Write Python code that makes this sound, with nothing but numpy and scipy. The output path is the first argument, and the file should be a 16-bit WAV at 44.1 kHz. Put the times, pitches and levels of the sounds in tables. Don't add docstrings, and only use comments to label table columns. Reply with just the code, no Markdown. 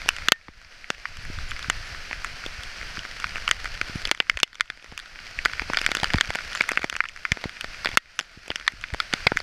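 import sys
import numpy as np
from scipy import signal
from scipy.fft import rfft, irfft
from scipy.io import wavfile
from scipy.ndimage import uniform_filter1d

SR = 44100
rng = np.random.default_rng(int(sys.argv[2]) if len(sys.argv) > 2 else 0)


def pcm_store(signal):
    levels = np.round(np.clip(np.atleast_2d(signal), -1, 1) * 32767)
    wavfile.write(sys.argv[1], SR, levels.astype(np.int16).T)


N = 415422

# (time [s], peak level [dB], splash length [ms], bass [dB], brightness [dB])
CLEAR_DROPS = [(0.06, -23.5, 1.1, 6, 4), (0.0839, -18, 1.6, -5, 5), (0.089, 2, 0.79, -43, 2.5),
               (0.1647, -16, 0.48, -28, -1), (0.2848, 11.5, 0.8, -11, 0), (0.32, 23, 1.3, -9, 1.5),
               (0.483, -10, 1.4, 1.5, -17), (0.843, -13, 0.2, -30, -16), (0.903, 4, 0.08, -7, -1.5),
               (1.055, -4.5, 2.1, -33, -31), (1.2515, -22, .68, -18, -8), (1.51, -20, 0.5, -14, 17),
               (1.5168, -14.5, 0.15, -21, -25), (1.564, -20, .57, -21, -6), (1.5925, -21, 0.9, -16, -3.5),
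               (1.6447, -19.6, .82, -29, -17), (1.6993, -3.5, 0.79, -11, -2.5),
               (2.1116, -16.5, 0.58, -3, -19), (2.1295, -13, 0.75, -14.5, -7.5), (2.246, -12, .29, -19, -8),
               (2.4625, -17, 1.2, 15, 19), (2.6344, -21, 0.68, -15, 4.5), (2.9716, -17, 0.34, -18, -13),
               (2.9916, -19.5, 1.2, -24, 7.5), (3.0513, -16.5, 0.69, -12, -26),
               (3.2002, -19.5, 0.29, -17, -2), (3.2424, -7, 1.3, -20, -16), (3.3575, -14.5, 0.66, -11, -11),
               (3.3672, -17.5, 0.38, -18, -20), (3.4778, -5.5, .92, -43, -8.5), (3.49, -15, 1.1, -13, -3),
               (3.5121, 2.5, 0.63, -18, -1), (3.644, -17, .5, -10.5, -3), (3.656, -13.5, 3.2, -43, -8),
               (3.8135, -5, 2.2, -13, -6.5), (4.0529, -9, 0.3, -13, 4), (4.0736, -19, 0.35, 0, 5),
               (4.1134, 10.5, 0.053, -9.5, -0.5), (4.148, -11, 1.4, -34, -5), (4.1749, -19, 1.1, -8, 1),
               (4.202, 11, 0.24, -8.5, -8.5), (4.2227, -19.5, .72, -9, -4), (4.2686, -20, .55, -19, -12),
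               (4.2975, 9, .2, -23, -3.5), (4.342, -19, .68, -23, -19), (4.3721, -3, 0.87, -9.5, -6),
               (4.3898, -15, .7, -24, -3.5), (4.4012, -7, 0.71, -22, 1), (4.4313, 20.5, 0.88, -8, 6),
               (4.477, -17, .53, -19, -3), (4.5303, -14, .62, -17, -4), (4.554, -11, 1.1, -11, 0.5),
               (4.5983, -7.5, .71, -11, -6), (4.6082, 16, 0.14, -24.5, -3.5), (4.6574, -23, .51, -25, 0),
               (4.701, 2.1, 0.6, -15, -4.5), (4.774, -17, .76, -8, -6), (4.8254, -20, .52, 0, 8),
               (4.8438, -17.5, 1.1, -7, -4), (4.9222, -19.5, 3.6, 2, -4), (4.977, -7, 0.59, -16, 3),
               (4.9913, -15, .48, -29, -2), (4.999, -11.5, .41, -29, 2), (5.1895, -16, .36, -26, -15),
               (5.3886, -6, 2, -22, -14), (5.4515, -4.5, 0.94, -39, 2.5), (5.4575, 2.6, 0.27, -12.5, -11),
               (5.534, -13, 0.76, -24, -6), (5.5955, -6.5, 0.85, -19, -14.5), (5.6195, -17, 2.2, -2, -12),
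               (5.6997, -14.5, 0.78, 8, -11), (5.7343, -8, 0.32, -16, -8), (5.745, -12.5, 1.6, -23, -9),
               (5.7713, -4, 0.34, -12, -2.5), (5.787, -13, 0.81, -24, -3), (5.7917, -16, .26, -11, 7),
               (5.8144, -13, 0.65, -13.5, -1), (5.8433, -14, 0.79, -20, -10), (5.8636, 0, 0.59, -23, -3.5),
               (5.876, -21, .61, -5, 0), (5.89, -17, 0.93, -2, -5), (5.907, -23, .47, -10, 1.5),
               (5.9165, -8, 0.22, -8.5, -3), (5.9503, -7, 0.29, -14, -2), (5.9696, -11, 0.27, -7, 2),
               (5.9998, -15, 0.61, -9, 1), (6.0319, -6.5, 2.4, -1, -0.5), (6.043, -6.5, 0.4, -10, 0),
               (6.0567, -17, .38, -22, -7), (6.1026, -13.5, 3.8, -16, -25), (6.1355, -9, 0.26, -10, -0.5),
               (6.1414, -6.5, 0.25, -2, -10), (6.1583, -19, .39, -8, -1), (6.1837, -8.5, 1.9, -14, -6),
               (6.21, 2.5, 0.44, -15, -1), (6.2474, -17, 1.4, -32, -7), (6.3042, -8.5, 0.34, -4.5, -4.5),
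               (6.35, -12, .79, -13, -6), (6.355, -8, 1.7, -6, -2), (6.3867, -16.2, 0.9, -17, -11),
               (6.5508, -13, 0.58, -37, -5.5), (6.5565, -14.5, 0.53, -36, -14),
               (6.6081, -3.2, 1.45, -11, -13), (6.639, -16, .39, -26, -18), (6.6905, -9, .24, -28, -8),
               (6.709, -17, .53, -17, -11), (6.717, -12, 1.1, -7, -5.5), (6.774, 3.5, 0.24, -14.5, -17),
               (6.793, -18, .39, -5, -5), (6.831, -14, 1.01, -22, -8), (6.8433, -5, 0.081, -3, -7),
               (6.898, -9, 0.42, -17, 1), (6.9266, -13.5, 0.51, -9, -9), (6.953, -12.5, 0.12, -13, -29),
               (6.965, -11, 0.59, -15, -1), (7.005, 4.5, 0.69, -24.5, -26), (7.0393, -11, 1.3, -22, -12),
               (7.0543, -13.5, 1.36, -26, -20), (7.087, -18.5, .26, -21, 18), (7.2519, -5, 0.49, -25, -9),
               (7.2626, -27, 0.47, -30, -21), (7.319, -3.5, .44, -16, -3.5), (7.372, -18, 0.41, -3, -14),
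               (7.44, -14, 1.4, -2.5, -5), (7.454, -30, 2.1, 21, -8), (7.6098, -14.5, 0.28, -24, 5),
               (7.6435, -14, 1.26, -6.5, -6), (7.8471, -9.5, 0.55, -30, 0), (7.8577, -5, 0.29, -7.5, -3.5),
               (7.8715, -8.5, .63, -12, -11), (7.889, -20, .98, -5, -2.5), (7.915, -21, .81, -10, -1.5),
               (7.9722, 20.5, 0.4, -12, -2), (8.058, -19, .41, -13, -7), (8.191, 7.5, 0.43, -18, 0.5),
               (8.1982, 1.2, 0.64, -8, 2), (8.2096, -6, 0.52, -7, 0), (8.2271, -25, .4, -15, 2),
               (8.4794, -17, 1.3, -4, 0), (8.5034, -0.5, .37, -3, -8), (8.5155, -8.5, 0.67, -16, -10),
               (8.558, -2, 0.45, -14.5, 0.5), (8.5983, -16, .36, -14, 0), (8.6665, -13, .38, -20, -5),
               (8.6785, 8, 1, -55, -3.5), (8.839, -7, 1.4, -23.5, -12), (8.9027, -19.5, .66, -12, -8),
               (8.938, -14, .59, -8, -6), (8.9453, -10, 0.57, -1, -5.5), (9.0014, -1.9, 1.6, -18, -2),
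               (9.1283, -11.5, 0.92, -29, -11), (9.1366, -4, 1.2, -7.5, -1.5),
               (9.2679, 2.5, 0.87, 2.5, -6.5), (9.2693, 4, 3.6, -13, -6), (9.3191, -2, 0.83, 28, 0),
               (9.3715, -1, 0.36, -46, -8.5), (9.402, -15.9, 0.85, -6, -3)]
# (pitch [Hz], level [dB], time to fade by 60 dB [s])
HOUSING_TONES = [(425, -4, 0.0012), (630, -4.5, 0.0027), (1505, -6, 0.012), (1890, -34, .11),
                 (1820, -4.5, 0.0067), (2062, -19.5, 0.05), (2258, 15, 0.0026), (2930, 13, 0.0032),
                 (3567, -5.5, 0.0091), (4334, -5.5, 0.0091), (5180, 15.5, 0.0027), (5460, -10, 0.0068),
                 (6100, -19, 0.01), (7790, -11.5, 0.003), (9500, -28, 0.0027)]
# (low edge [Hz], high edge [Hz])
SPLASH_BANDS = [(160, 1002), (1230, 2530), (2550, 4120), (4000, 11200)]


def drops(fade_share=0.7, impact_db=8.0, spray_db=-19.0, spray_ms=3.23, spot_db=2.5, size=4096):
    times, peak_db, splash_ms, bass_db, bright_db = np.vstack([small_drops(), CLEAR_DROPS]).T
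    hz, tone_db, ring_s = np.transpose(HOUSING_TONES)
    noise, spot = np.hsplit(rng.standard_normal((len(times), size + len(hz))), [size])
    ms = np.arange(size) / SR * 1000
    impact = undb(impact_db) * (ms == 0)
    burst = np.exp(-ms / (fade_share * splash_ms[:, None]))
    spray = undb(spray_db) * np.exp(-ms / spray_ms)
    splash = impact + noise * (burst + spray)
    swing = (-1) ** np.arange(len(hz))
    housing = (undb(tone_db + spot_db * spot) * swing) @ ring(hz, ring_s, size)
    hit = signal.fftconvolve(splash, housing, axes=1)[:, :size]
    treble_db = bright_db - 4.5
    sound = 0
    for (low_hz, high_hz), db in zip(SPLASH_BANDS, [bass_db, 0, bright_db, treble_db]):
        part = band(hit, low_hz, high_hz)
        sound = sound + part * (undb(db) / np.linalg.norm(part, axis=1))[:, None]
    return place(times, sound * (undb(peak_db) / np.abs(sound).max(axis=1))[:, None])


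# (time [s], pace [relative])
DRIP_PACE = [(0, 16), (.6, 10), (1, 4), (2.2, 5), (3.5, 8), (4.2, 9), (4.6, 20), (5.2, 8), (5.9, 20),
             (6.5, 17), (7.1, 26), (7.4, 8), (8.2, 6), (9.42, 9)]
# (average, spread), with one row each for
# peak level [dB], splash length [natural log of ms], bass [dB] and brightness [dB]
SMALL_DROP_TRAITS = [(-22, 2), (-0.15, 0.26), (-18, 6.5), (-9.5, 5.6)]


def small_drops(count=90):
    share = rng.random(count)
    chance = rng.standard_normal((count, len(SMALL_DROP_TRAITS)))
    fallen = np.cumsum(curve(DRIP_PACE))
    times = np.searchsorted(fallen, share * fallen[-1]) / SR
    average, spread = np.transpose(SMALL_DROP_TRAITS)
    peak_db, log_ms, bass_db, bright_db = (average + spread * chance).T
    return np.transpose([times, peak_db, np.exp(log_ms), bass_db, bright_db])


# (time [s], pitch [Hz], starting level [dB], time to fade by 60 dB [s])
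DROP_PINGS = [(0.089, 3000, -25, 0.06), (0.323, 1820, -13, 0.16), (.322, 3680, -12, 0.031),
              (4.2985, 2140, 1, 0.016), (4.435, 2950, -4, 0.03), (7.974, 2105, 12, 0.017),
              (7.974, 4350, -20, 0.038)]


def pings(size=8192):
    times, hz, level_db, ring_s = np.transpose(DROP_PINGS)
    return place(times, undb(level_db)[:, None] * ring(hz, ring_s, size))


# (time [s], peak level [dB], direction [+1 or -1], push width [ms])
GRIP_KNOCKS = [(0.489, -17.5, -1, 0.56), (1.1903, -30, 1, 1.6), (1.3013, -23, -1, .64),
               (1.4256, -31, 1, 5.4), (1.6863, -28, 1, 0.99), (2.5891, -30.5, -1, 2.7),
               (2.981, -28.5, 1, 0.57), (3.8975, -27.5, -1, .6), (3.9576, -18.5, -1, 0.85),
               (4.3581, -20, -1, 3.1), (4.924, -28.5, -1, 1.14), (5.7034, -32, 1, 0.59),
               (6.031, -21, -1, .66), (6.1464, -9.5, -1, 0.81), (6.1643, -19, 1, 3.1), (6.293, -26, 1, 1.5),
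               (7.32, -17.5, 1, 1.14), (7.457, -17.5, 1, 0.52), (7.9355, -32.6, 1, 2.2),
               (8.3747, -22.5, 1, .63), (8.5032, -23, -1, 1.26), (8.737, -29.5, 1, 0.76),
               (8.9324, -18, 1, 1.94), (9.2676, -13.5, 1, 0.76), (9.3204, -24, 1, .44),
               (9.3602, -25.5, -1, .61)]


def knocks(rebound_hz=40, lead_s=0.01, size=4096):
    times, peak_db, direction, push_ms = np.transpose(GRIP_KNOCKS)
    ms = (np.arange(size) / SR - lead_s) * 1000
    push = np.exp(-(ms / push_ms[:, None]) ** 2 / 2)
    thud = band(push, rebound_hz, 760)
    gain = direction * undb(peak_db) / np.abs(thud).max(axis=1)
    return place(times - lead_s, thud * gain[:, None])


# (time [s], level [dB], near patter against far hiss [dB])
LEAF_RAIN = [(0, -39, -6.5), (1, -37.5, -6.5), (2, -38.5, -9), (3, -39, -3.5), (4, -39, -1.5),
             (4.6, -37.5, -19), (5.3, -36, -2), (5.7, -38.5, -4), (6.1, -40.5, 4), (6.5, -37.5, 1.5),
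             (7, -46, 2), (7.6, -42, -11.5), (8.2, -36, -5.5), (8.8, -39, -4.5), (9.42, -37, -15)]
# (pitch [Hz], relative level [dB])
LEAF_COLOUR = [(94, -33.5), (160, -9.5), (359, -14.5), (705, -8), (807, -12.5), (1080, -10.5), (1440, -0.5),
               (2520, -3), (3700, -11.5), (4660, -6), (5990, -13), (6850, -21), (12200, -33.5),
               (14800, -41), (16000, -62)]


def rain_on_leaves(hits_per_s=500, uneven_db=4.0, spatter_ms=1.56):
    hits = rng.random(N) < hits_per_s / SR
    hit_db = np.minimum(uneven_db * rng.exponential(size=N), 18)
    fade = np.exp(-1000 / (spatter_ms * SR))
    fading_hits = signal.lfilter([1], [1, -fade], hits * undb(hit_db))
    spatters = fading_hits * rng.standard_normal(N)
    hiss = rng.standard_normal(N) * undb(wander(25))
    rain = hiss + undb(curve(LEAF_RAIN, column=2)) * unit(spatters)
    return unit(colour(rain, LEAF_COLOUR)) * undb(curve(LEAF_RAIN))


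# (time [s], level [dB])
WIND_RUMBLE = [(0, -39), (.3, -38.5), (.55, -40.5), (1.12, -41), (1.25, -30.5), (1.5, -38), (1.75, -33),
               (2.2, -41), (3.1, -41.5), (3.6, -33.5), (4, -39.5), (5, -40.5), (5.4, -39), (6.2, -39),
               (7, -47), (7.5, -50.5), (7.85, -43.5), (9.42, -41.5)]


def wind(gust_db=4.5):
    gusts = rng.standard_normal(N) * undb(gust_db * wander(25))
    puffs = band(gusts, 7, 21.2, order=1)
    return unit(band(puffs, 7.8, 133)) * undb(curve(WIND_RUMBLE))


# (time [s], lower tone level [dB], upper tone level [dB])
METAL_TINKLES = [(1.22, -62, -58), (1.484, -46, -51), (1.628, -57, -70), (1.845, -56, -56),
                 (1.865, -55, -63), (3.588, -56, -66), (3.95, -58, -51), (6.558, -41, -58),
                 (6.81, -60, -59), (8.152, -51, -46), (8.212, -41, -54)]
# (pitch [Hz], time to fade by 60 dB if left to ring [s])
METAL_TONES = [(7120, .2), (10250, .2)]


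def tinkles(swell_ms=2.9, stop_ms=35.0, size=4096):
    times, *tone_db = np.transpose(METAL_TINKLES)
    hz, ring_s = np.transpose(METAL_TONES)
    ms = np.arange(size) / SR * 1000
    shape = (1 - np.exp(-ms / swell_ms)) * np.exp(-(ms / stop_ms) ** 4)
    tones = undb(np.transpose(tone_db)) @ ring(hz, ring_s, size)
    return place(times, tones * shape)


def undb(db):
    return 10 ** (np.asarray(db) / 20)


def unit(x):
    return x / np.sqrt(np.mean(x ** 2))


def curve(table, column=1):
    return np.interp(np.arange(N) / SR, *np.transpose(table)[[0, column]])


def band(x, low_hz, high_hz, order=2):
    return signal.sosfilt(signal.butter(order, [low_hz, high_hz], "band", fs=SR, output="sos"), x)


def colour(x, points, size=2048):
    hz, db = np.transpose(points)
    grid_hz = np.maximum(np.arange(size // 2 + 1) * SR / size, 1)
    gain = undb(np.interp(np.log(grid_hz), np.log(hz), db))
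    folded = irfft(np.log(gain))
    folded[1:size // 2] *= 2
    folded[size // 2 + 1:] = 0
    return signal.fftconvolve(x, irfft(np.exp(rfft(folded))))[:N]


def wander(per_s):
    step = int(SR / per_s)
    return uniform_filter1d(np.repeat(rng.standard_normal(N // step + 1), step), step)[:N]


def ring(hz, ring_s, size):
    t = np.arange(size) / SR
    return np.sin(2 * np.pi * hz[:, None] * t) * np.exp(-np.log(1000) * t / ring_s[:, None])


def place(times, sounds):
    out = np.zeros(N + sounds.shape[1])
    for time, sound in zip(times, sounds):
        start = int(time * SR)
        out[start:start + len(sound)] += sound
    return out[:N]


def scene():
    return (drops() + knocks() + rain_on_leaves() + wind() + pings() + tinkles())[None]


def record(dry):
    overload_db, sharpness, top_hz = 17.5, 13.4, 16300
    ceiling_db, recover_db_per_s, block_s = -0.9, 16, 1024 / 48000
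    squashed = dry[0] / (1 + np.abs(dry[0] / undb(overload_db)) ** sharpness) ** (1 / sharpness)
    starts = (np.arange(0, N / SR, block_s) * SR).astype(int)
    peaks_db = 20 * np.log10(np.maximum.reduceat(np.abs(squashed), starts))
    gain_db, now_db = [], 0
    for peak_db in peaks_db:
        now_db = min(now_db + recover_db_per_s * block_s, ceiling_db - peak_db, 0)
        gain_db.append(now_db)
    gain = undb(np.repeat(gain_db, np.diff(np.append(starts, N))))
    treble_cut = signal.ellip(10, .2, 85, top_hz, fs=SR, output="sos")
    return signal.sosfilt(treble_cut, squashed * gain)[None]


dry = scene()
out = record(dry)
pcm_store(out)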